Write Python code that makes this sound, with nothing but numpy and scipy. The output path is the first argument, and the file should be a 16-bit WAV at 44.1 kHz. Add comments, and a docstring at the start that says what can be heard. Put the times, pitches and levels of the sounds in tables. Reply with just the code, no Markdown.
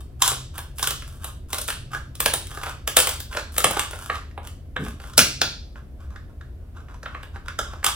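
"""In a small bare kitchen, kitchen shears bite through a crab leg close to two microphone ports.
Each crack is a short volley of fractures ringing the hollow leg and shell; scraping is a hail of
tiny fractures. The shears clatter down on the table on steel modes, the table top booms, and fingers
pry the shell open. Echoes and a tail of changing colour answer; shaped noise makes the ventilation
rumble, drone and hum underneath. Both ports clip whatever exceeds full scale."""
import sys
import numpy as np
from scipy import signal
from scipy.fft import rfft, irfft
from scipy.io import wavfile
from scipy.ndimage import uniform_filter1d

SR = 44100
rng = np.random.default_rng(int(sys.argv[2]) if len(sys.argv) > 2 else 0)


def to_wav(s):
    """Save 16-bit WAV."""
    ch = np.atleast_2d(s).T  # columns
    pcm = np.round(np.clip(ch, -1, 1) * 32767)  # PCM
    wavfile.write(sys.argv[1], SR, pcm.astype(np.int16))


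N = 350595  # length in samples


def gain_of(db):
    """Amplitude factor of a level in dB."""
    return 10 ** (np.asarray(db) / 20)


def evened(x):
    """Scales a sound to rms 1."""
    return x / np.sqrt(np.mean(x ** 2) + 1e-20)


def read_curve(points, hz):
    """Reads a (Hz, value) table along a logarithmic frequency axis."""
    f, value = np.transpose(points)
    return np.interp(np.log(hz + 1), np.log(f + 1), value)


def add(mix, start_s, sound):
    """Lays a sound into the mix, cut off at the end of the mix."""
    part = mix[round(start_s * SR):][:len(sound)]
    part += sound[:len(part)]


def ring(x, modes):
    """Sum of resonances; white noise of rms 1 comes out with rms about 1."""
    out, power = 0, 0
    for k, (hz, width_hz, db) in enumerate(modes):
        sign = (-1) ** k
        resonance = signal.lfilter(*signal.iirpeak(hz, hz / width_hz, SR), x)
        out = out + sign * gain_of(db) * resonance
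        power += gain_of(2 * db) * np.pi * width_hz / SR
    return out / np.sqrt(power)


def stereo_spectra(hz, frames, likeness):
    """Two random short-time spectra, as alike left and right as the likeness table says."""
    a, b, c, d = rng.standard_normal((frames, len(hz), 4)).T
    like = np.clip(read_curve(likeness, hz), -1, 1)[:, None]
    left, other = a + 1j * b, c + 1j * d
    return np.array([left, like * left + np.sqrt(1 - like ** 2) * other])


# Colour of the ventilation air. Each row: frequency in Hz, relative level in dB per Hz.
AIR_COLOUR = [(8.8, -61), (15, -24.5), (70, -2.5), (92, -14.5), (106, -19), (179, -27), (213, -24.5),
              (321, -29), (455, -34), (559, -35), (726, -37.5), (793, -44.5), (6670, -62.5), (12300, -59.5),
              (16000, -66)]
# How alike the air is at both ports. Each row: frequency in Hz, left-right likeness (1 = same).
AIR_LIKENESS = [(25, .99), (60, .96), (290, .85), (640, .55), (1410, .3), (3100, .05)]
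# Droning room modes. Each row: frequency in Hz, width of each filter pass in Hz, level in dB rms.
DRONES = [(53.7, 9.1, -58), (78.53, 13, -48)]
# A low hum comes and goes. Each row: time in seconds, level in dB.
HUM_LEVEL = [(0.0, -54.5), (0.26, -43), (1.77, -53.5), (1.82, -38.5), (2.37, -49.5), (4.74, -54),
             (4.8, -43), (5.11, -60.5), (5.18, -35.5), (5.67, -54), (7.86, -55), (7.95, -46)]
AIR_DB, HUM_HZ, HUM_WIDTH_HZ = -38.5, 129.5, 20


def fuzzy_tone(noise, hz, width_hz):
    """Noise passed twice through one narrow resonance wavers like a fuzzy tone."""
    mode = [(hz, width_hz, 0)]
    return evened(ring(ring(noise, mode), mode))


def ventilation():
    """Steady air noise, two droning room modes and a fuzzy hum, all made from random noise."""
    hz = np.fft.rfftfreq(2048, 1 / SR)
    spectra = stereo_spectra(hz, N // 512 + 5, AIR_LIKENESS)
    spectra = spectra * gain_of(read_curve(AIR_COLOUR, hz))[:, None]
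    air = signal.istft(spectra, nperseg=2048, noverlap=1536)[1][:, :N]
    air = gain_of(AIR_DB) * evened(air)
    noise = rng.standard_normal((3, N))
    drones = sum(gain_of(db) * fuzzy_tone(x, hz, width_hz)
                 for x, (hz, width_hz, db) in zip(noise, DRONES))
    hum_db = np.interp(np.arange(N) / SR, *np.transpose(HUM_LEVEL))
    hum = gain_of(hum_db) * fuzzy_tone(noise[2], HUM_HZ, HUM_WIDTH_HZ)
    return air + drones + hum


# Modes of the crab leg, close by: the air in the hollow leg, the whole leg flexing, the shell plates
# and the splinters. Each row: frequency in Hz, width in Hz, level in dB relative to its own set.
LEG_AIR = [(1150, 390, 0), (1607, 210, -2)]
LEG_KNOCK = [(422, 260, -4), (581, 94, 2), (860, 430, -4)]
SHELL_SNAP = [(2196, 960, 3.5), (2446, 1950, 7), (3652, 750, 4.5), (4040, 380, -1.5), (4910, 2400, -3.5)]
SPLINTER_FIZZ = [(6430, 4000, -8), (8360, 820, 2.5), (10000, 410, 3.5), (12500, 1900, -3),
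                 (14600, 3200, -6.5)]
# Blades and fingers scraping and crushing shell. Each row: start in seconds, length in seconds,
# level in dB, splinter fizz against the hollow-leg ring in dB.
SCRAPES = [(0, 0.021, -51, 0.5), (0.188, 0.16, -33, 1.5), (0.531, 0.078, -40, -4.5),
           (0.741, 0.19, -52, 13.5), (0.987, 0.23, -58.5, 4.5), (1.191, 0.13, -47, -0.5),
           (1.478, .14, -43, 5.5), (1.671, 0.044, -41, 13.5), (1.9, 0.093, -39.5, -7.5),
           (2.477, 0.14, -47.5, 1), (2.571, 0.18, -38.5, -6.5), (2.96, 0.22, -43, -1),
           (3.29, 0.14, -40.5, -4.5), (3.51, 0.11, -49, 9.5), (3.684, 0.2, -35.5, -6.5),
           (3.866, 0.27, -47, 1), (4.105, 0.087, -37, -11.5), (4.426, 0.049, -46, -4.5),
           (4.776, .16, -46, -2.5), (4.978, 0.16, -49, -4), (5.747, 0.052, -49, -21.5),
           (5.97, .12, -58, -11.5), (6.077, .13, -54.5, -34), (6.267, 0.057, -64, -20),
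           (6.547, 0.2, -72, -23), (6.735, 0.1, -51, -20), (6.865, 0.11, -53, -24.5),
           (7.02, 0.24, -53, -24), (7.325, 0.058, -46.5, -24.5), (7.434, .1, -51, -15.5),
           (7.593, 0.25, -48.5, -15), (7.83, 0.074, -29, -12)]
GRAINS_PER_S, GRAIN_SPREAD_DB = 1800, 4.0
# dB against the hollow-leg ring; the shell plates also gain a share of the fizz dB
SCRAPE_SNAP_DB, SCRAPE_SNAP_PER_FIZZ, SCRAPE_KNOCK_DB = 4.9, 0.28, -11.5


def crunch():
    """Each stroke is a random hail of tiny fractures that swells and fades, ringing leg and shell."""
    out = np.zeros(N)
    size_db = GRAIN_SPREAD_DB * np.minimum(rng.exponential(1, N), 5)
    size = gain_of(size_db) * rng.standard_normal(N)
    struck = rng.random(N) < GRAINS_PER_S / SR
    hail = np.pad(size * struck, (0, SR))
    for start_s, length_s, db, fizz_db in SCRAPES:
        n = round(length_s * SR)
        grains = evened(hail[round(start_s * SR):][:n])
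        stroke = np.pad(grains * signal.windows.tukey(n, .7), (0, 800))  # time to ring out
        snap_db = SCRAPE_SNAP_DB + SCRAPE_SNAP_PER_FIZZ * fizz_db
        body = ring(stroke, LEG_AIR) + gain_of(SCRAPE_KNOCK_DB) * ring(stroke, LEG_KNOCK)
        snap = gain_of(snap_db) * ring(stroke, SHELL_SNAP)
        fizz = gain_of(fizz_db) * ring(stroke, SPLINTER_FIZZ)
        add(out, start_s, gain_of(db) * (body + snap + fizz))
    return out


def peaked(x, volley_ms):
    """Scales a burst to the energy of a volley of height 1."""
    return x / np.sqrt(np.sum(x ** 2) / (volley_ms * SR / 1000))


def gripped(modes, chance):
    """The same modes, shifted and weighted anew by where the shell is held and broken."""
    return [(hz * (1 + .05 * a), width_hz, db + 2.0 * b)
            for (hz, width_hz, db), (a, b) in zip(modes, chance)]


# The clear cracks, close by. Each row: time in seconds, ring of the hollow leg in dB, its pitch in Hz,
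# knock against the ring in dB, splinter fizz against the ring in dB.
CRACKS = [(0.2207, -11.5, 1020, -50, 1.5), (0.244, -41, 1270, -19, 4), (0.2598, -41, 996, -17, 19),
          (0.2777, -23.5, 1040, -9, 11), (0.3167, -28.5, 1290, 1, 1), (0.58, -34.5, 1530, -1, 5.5),
          (0.7841, -38.5, 993, -27, 10), (0.7935, -31.5, 1590, -2.5, 1), (0.8286, -17.5, 1110, -14, -0.5),
          (0.841, -23, 1500, -23, -7), (0.8729, -19, 1480, -9.5, 3), (0.9072, -24.5, 1320, -6.5, 1),
          (1.0219, -36.5, 1290, -16, -8), (1.2437, -34.5, 1110, 0.5, 8), (1.5307, -23.5, 1150, -1.5, 2),
          (1.5837, -31.5, 1340, -0.5, 8), (1.6152, -36, 1610, -6, 12.5), (1.6845, -22, 1320, -6, -8),
          (1.7025, -24.5, 1650, -30, -3.5), (1.933, -25.5, 1280, -30, -47), (1.9476, -22, 1620, -11.5, -63),
          (2.153, -43.5, 1270, -7, 6.5), (2.2035, -23.5, 1130, -3, 9.5), (2.2593, -14.5, 1620, -1, 1),
          (2.3371, -22, 1330, 2.5, 9), (2.4703, -45.5, 2180, -13.5, 9.5), (2.5137, -36, 1700, -4, -10),
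          (2.5732, -28, 1250, -5.5, -49), (2.635, -26, 1300, -9, -13.5), (2.6659, -25, 1280, -1.5, -45),
          (2.8759, -19.5, 1196, -3.5, 2.5), (2.9683, -11, 1470, -2, 6), (2.978, -20, 1650, -9, -13),
          (2.9888, -17.5, 1610, 1.5, 9), (3.0014, -22.5, 1640, -15, 10.5), (3.0713, -22, 1880, -1.5, 4.5),
          (3.0911, -30.5, 1600, -1, 9.5), (3.2023, -36.5, 1720, -5, 8), (3.3282, -30.5, 1570, -8, -15),
          (3.349, -31, 1260, 4.5, -12), (3.37, -18.5, 1480, -3, -22), (3.3947, -30, 1570, -11, -16),
          (3.5651, -31.5, 1240, -2, 0), (3.5813, -20.5, 1190, 1.5, 10.5), (3.6035, -24, 1340, -16, -10),
          (3.6429, -13, 1143, 1.5, 3.5), (3.7094, -29, 1150, 8.5, 7), (3.7679, -23, 1210, 3, -34),
          (3.7938, -18.5, 1226, -31, 0), (3.91, -42, 1367, 6.5, 9), (3.933, -30, 1400, 1.5, -20),
          (4.0985, -16.5, 1220, -8.5, -41.5), (4.155, -30, 1220, -25.5, -14.5),
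          (4.312, -47.5, 1870, -19.5, -29), (4.3772, -37.5, 940, 7, -17.5), (4.4724, -38, 1230, -9, 2),
          (4.7643, -17.5, 1600, -8, -34.5), (4.8631, -34.5, 1160, -0.5, -20),
          (5.0003, -37.5, 1300, -1.5, -18), (5.0387, -38.5, 1270, -2.5, -18),
          (5.1352, -37, 1400, -17, -9.5), (5.757, -38, 1520, -6.5, -39.5), (6.105, -46.5, 1160, -13, -37),
          (6.1602, -34.5, 1680, -26.5, -41.5), (6.4106, -39, 1554, -16, -40.5),
          (6.8844, -41, 1176, -8, -40.5), (6.9431, -43, 1010, -8, -27), (7.0309, -34, 1450, -4, -30),
          (7.0592, -24, 1440, -10.5, -40), (7.1482, -28, 1170, -9, -39.5), (7.2311, -33.5, 1630, -5, -12),
          (7.3587, -35.5, 1550, -3, -43.5), (7.4827, -24.5, 1630, -19, -31.5),
          (7.5898, -16.5, 1440, -6.5, -21.5), (7.7343, -35.5, 1380, 2, -54), (7.8293, -28.5, 1720, -8, -49),
          (7.844, -15, 2370, -15.5, 1), (7.864, -15.5, 1204, -37, -1)]
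# The shears clatter down on the table. Each row: time in seconds, hollow ring in dB, its pitch in Hz,
# knock against the ring in dB, fizz against the ring in dB.
CLATTERS = [(5.1791, -13.5, 1460, 1, 9.5), (5.1909, -12, 1500, -14, 1), (5.4159, -14.5, 1450, -4, -8.5)]
# Blades and handles, damped by the hand. Each row: frequency in Hz, width in Hz, relative level in dB.
STEEL = [(2150, 700, -3), (2800, 700, 0), (3700, 900, -1), (5200, 1200, 2), (6500, 1200, -2)]
RING_WIDTH_HZ = 200
SWELL_MS, VOLLEY_MS = 1.8, 2.38  # rise, and typical decay, of one volley
VOLLEY_SPREAD = .2  # how much the decay varies, as a log ratio
# a brittle break that splinters also snaps the shell plates: dB against the ring, and share of the fizz dB
SNAP_DB, STEEL_DB, SNAP_PER_FIZZ = 0.67, 6.5, 0.25


def cracks():
    """Volleys of uneven fractures swell and die in milliseconds; dropped shears rattle on steel modes."""
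    blows = [(*row, SHELL_SNAP, SNAP_DB) for row in CRACKS]
    blows += [(*row, STEEL, STEEL_DB) for row in CLATTERS]
    out, ms = np.zeros(N), np.arange(2048) * 1000 / SR - 10
    noise, lumps = rng.standard_normal((len(blows), 2, len(ms))).transpose(1, 0, 2)
    grips = np.clip(rng.standard_normal((len(blows), 11, 2)), -2, 2)
    uneven_db = 1.7 * evened(uniform_filter1d(lumps, 24, axis=1))
    grits = noise * gain_of(uneven_db)
    for (s, db, hz, knock_db, fizz_db, plates, plates_db), grit, grip in zip(blows, grits, grips):
        volley_ms = VOLLEY_MS * np.exp(VOLLEY_SPREAD * grip[-1, 0])
        shape = np.exp(np.where(ms < 0, ms / SWELL_MS, -ms / volley_ms))
        spectrum = rfft(grit * shape)
        # flattened: fractures excite all modes about evenly
        volley = irfft(spectrum / abs(spectrum) ** .6) * shape ** .2
        hollow_modes = [(hz, RING_WIDTH_HZ, 0)] + [(f, width, d - 8) for f, width, d in LEG_AIR]
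        hollow = ring(volley, hollow_modes)
        knock = ring(ring(volley, LEG_KNOCK), [(605, 1400, 0)])  # a thin leg sends out no bass
        snap = ring(volley, gripped(plates, grip))
        fizz = ring(volley, gripped(SPLINTER_FIZZ, grip[len(SHELL_SNAP):]))
        snap_db = plates_db + SNAP_PER_FIZZ * fizz_db
        parts = (0, hollow), (knock_db, knock), (snap_db, snap), (fizz_db, fizz)
        crack = sum(gain_of(d) * peaked(x, volley_ms) for d, x in parts)
        add(out, s - .009, gain_of(db) * crack)  # the swell leads up to the listed time
    return out


# Blows on the table top. Each row: start in seconds, peak level in dB.
THUDS = [(4.788, -25), (4.815, -25.5), (4.841, -32), (4.879, -45.5), (5.181, -19.5), (5.419, -34),
         (2.973, -40.5), (3.648, -28)]
# Modes of the table top. Each row: frequency in Hz, width in Hz, relative level in dB.
TABLE_MODES = [(129, 90, 2.5), (268, 150, -2.5), (437, 41, -6.5)]


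def table():
    """The table top booms loosely when the shears or a hand land on it: a noise burst rings its modes."""
    out, t = np.zeros(N), np.arange(SR // 4) / SR
    noises = rng.standard_normal((len(THUDS), len(t)))
    for (start_s, db), noise in zip(THUDS, noises):
        blow = noise * t * np.exp(-t / 0.01)  # strongest after 10 ms
        boom = ring(ring(blow, TABLE_MODES), [(250, 2200, 0)])
        add(out, start_s, gain_of(db) * boom / abs(boom).max())
    return out


# Decay of the small bare room. Each row: frequency in Hz, time to fall by 60 dB in seconds.
ROOM_DECAY = [(250, 0.42), (660, 0.29), (1740, 0.35), (4590, 0.47), (12100, 0.26)]
# How alike the tail is at both ports. Each row: frequency in Hz, left-right likeness (1 = same).
ROOM_LIKENESS = [(200, 0.95), (700, 1), (1500, 0.29), (4000, 0.45), (12000, 1)]
# Single echoes off table top and walls. Each row: shortest delay in ms, level in dB against the direct sound.
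ECHOES = [(1.6, -9), (4.5, -14), (10.5, -18), (22, -16)]
TAIL_DB, BUILD_UP_S, TURNS_PER_S = -2.0, 0.003, 1.7


def room(x):
    """Direct sound, a few single echoes, and a dense tail in which each band dies at its own speed."""
    hz, t = np.fft.rfftfreq(256, 1 / SR), np.arange(400) * 64 / SR
    # three random room responses take turns, so the tail's colour keeps changing
    turn, out = 2 * np.pi * np.arange(N) / SR * TURNS_PER_S, 0
    for k in range(3):
        decay = gain_of(-60 * t / read_curve(ROOM_DECAY, hz)[:, None])
        spectra = stereo_spectra(hz, len(t), ROOM_LIKENESS) * decay
        taps = signal.istft(spectra, nperseg=256, noverlap=192)[1]
        taps *= 1 - np.exp(-(np.arange(taps.shape[1]) / SR / BUILD_UP_S) ** 2)
        taps *= gain_of(TAIL_DB) / np.linalg.norm(taps[0])
        for ms, db in ECHOES:
            delays = round(ms * SR / 1000) + 20 * k + rng.integers(0, 3, size=2)
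            taps[[0, 1], delays] += gain_of(db)
        share = np.sqrt(2 / 3) * np.cos(turn + 2 * np.pi * k / 3)
        out = out + signal.fftconvolve((share * x)[None], taps, axes=1)[:, :N]
    return x + out


def scene():
    """Cracks, crunching and table top sound in the room; the ventilation is added without it."""
    return room(cracks() + crunch() + table()) + ventilation()


# Colour difference of the two microphone ports. Each row: frequency in Hz, left over right in dB.
PORT_BALANCE = [(60, 1), (180, 0), (550, -0.5), (1650, -2), (4970, -0.5), (15000, 1.5)]
# Phase of the left port. Each row: frequency in Hz, lead over the right in radians (negative = lag).
LEFT_PHASE = [(100, -.03), (800, -.5), (3270, -1.4), (6500, -1.6), (14000, -1.3)]
EDGE_HZ = 16300


def record(dry):
    """The ports differ in colour and phase; the converter clips; then the band limit."""
    hz = np.fft.rfftfreq(N, 1 / SR)
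    left = gain_of(read_curve(PORT_BALANCE, hz) / 2)
    responses = [left * np.exp(1j * read_curve(LEFT_PHASE, hz)), 1 / left]
    ports = irfft(rfft(dry) * responses, N)
    clipped = np.clip(ports, -1, 1)
    low_pass = signal.firwin(511, EDGE_HZ, window=("kaiser", 9), fs=SR)
    return np.clip(signal.oaconvolve(clipped, low_pass[None], "same"), -1, 1)


dry = scene()
out = record(dry)
to_wav(out)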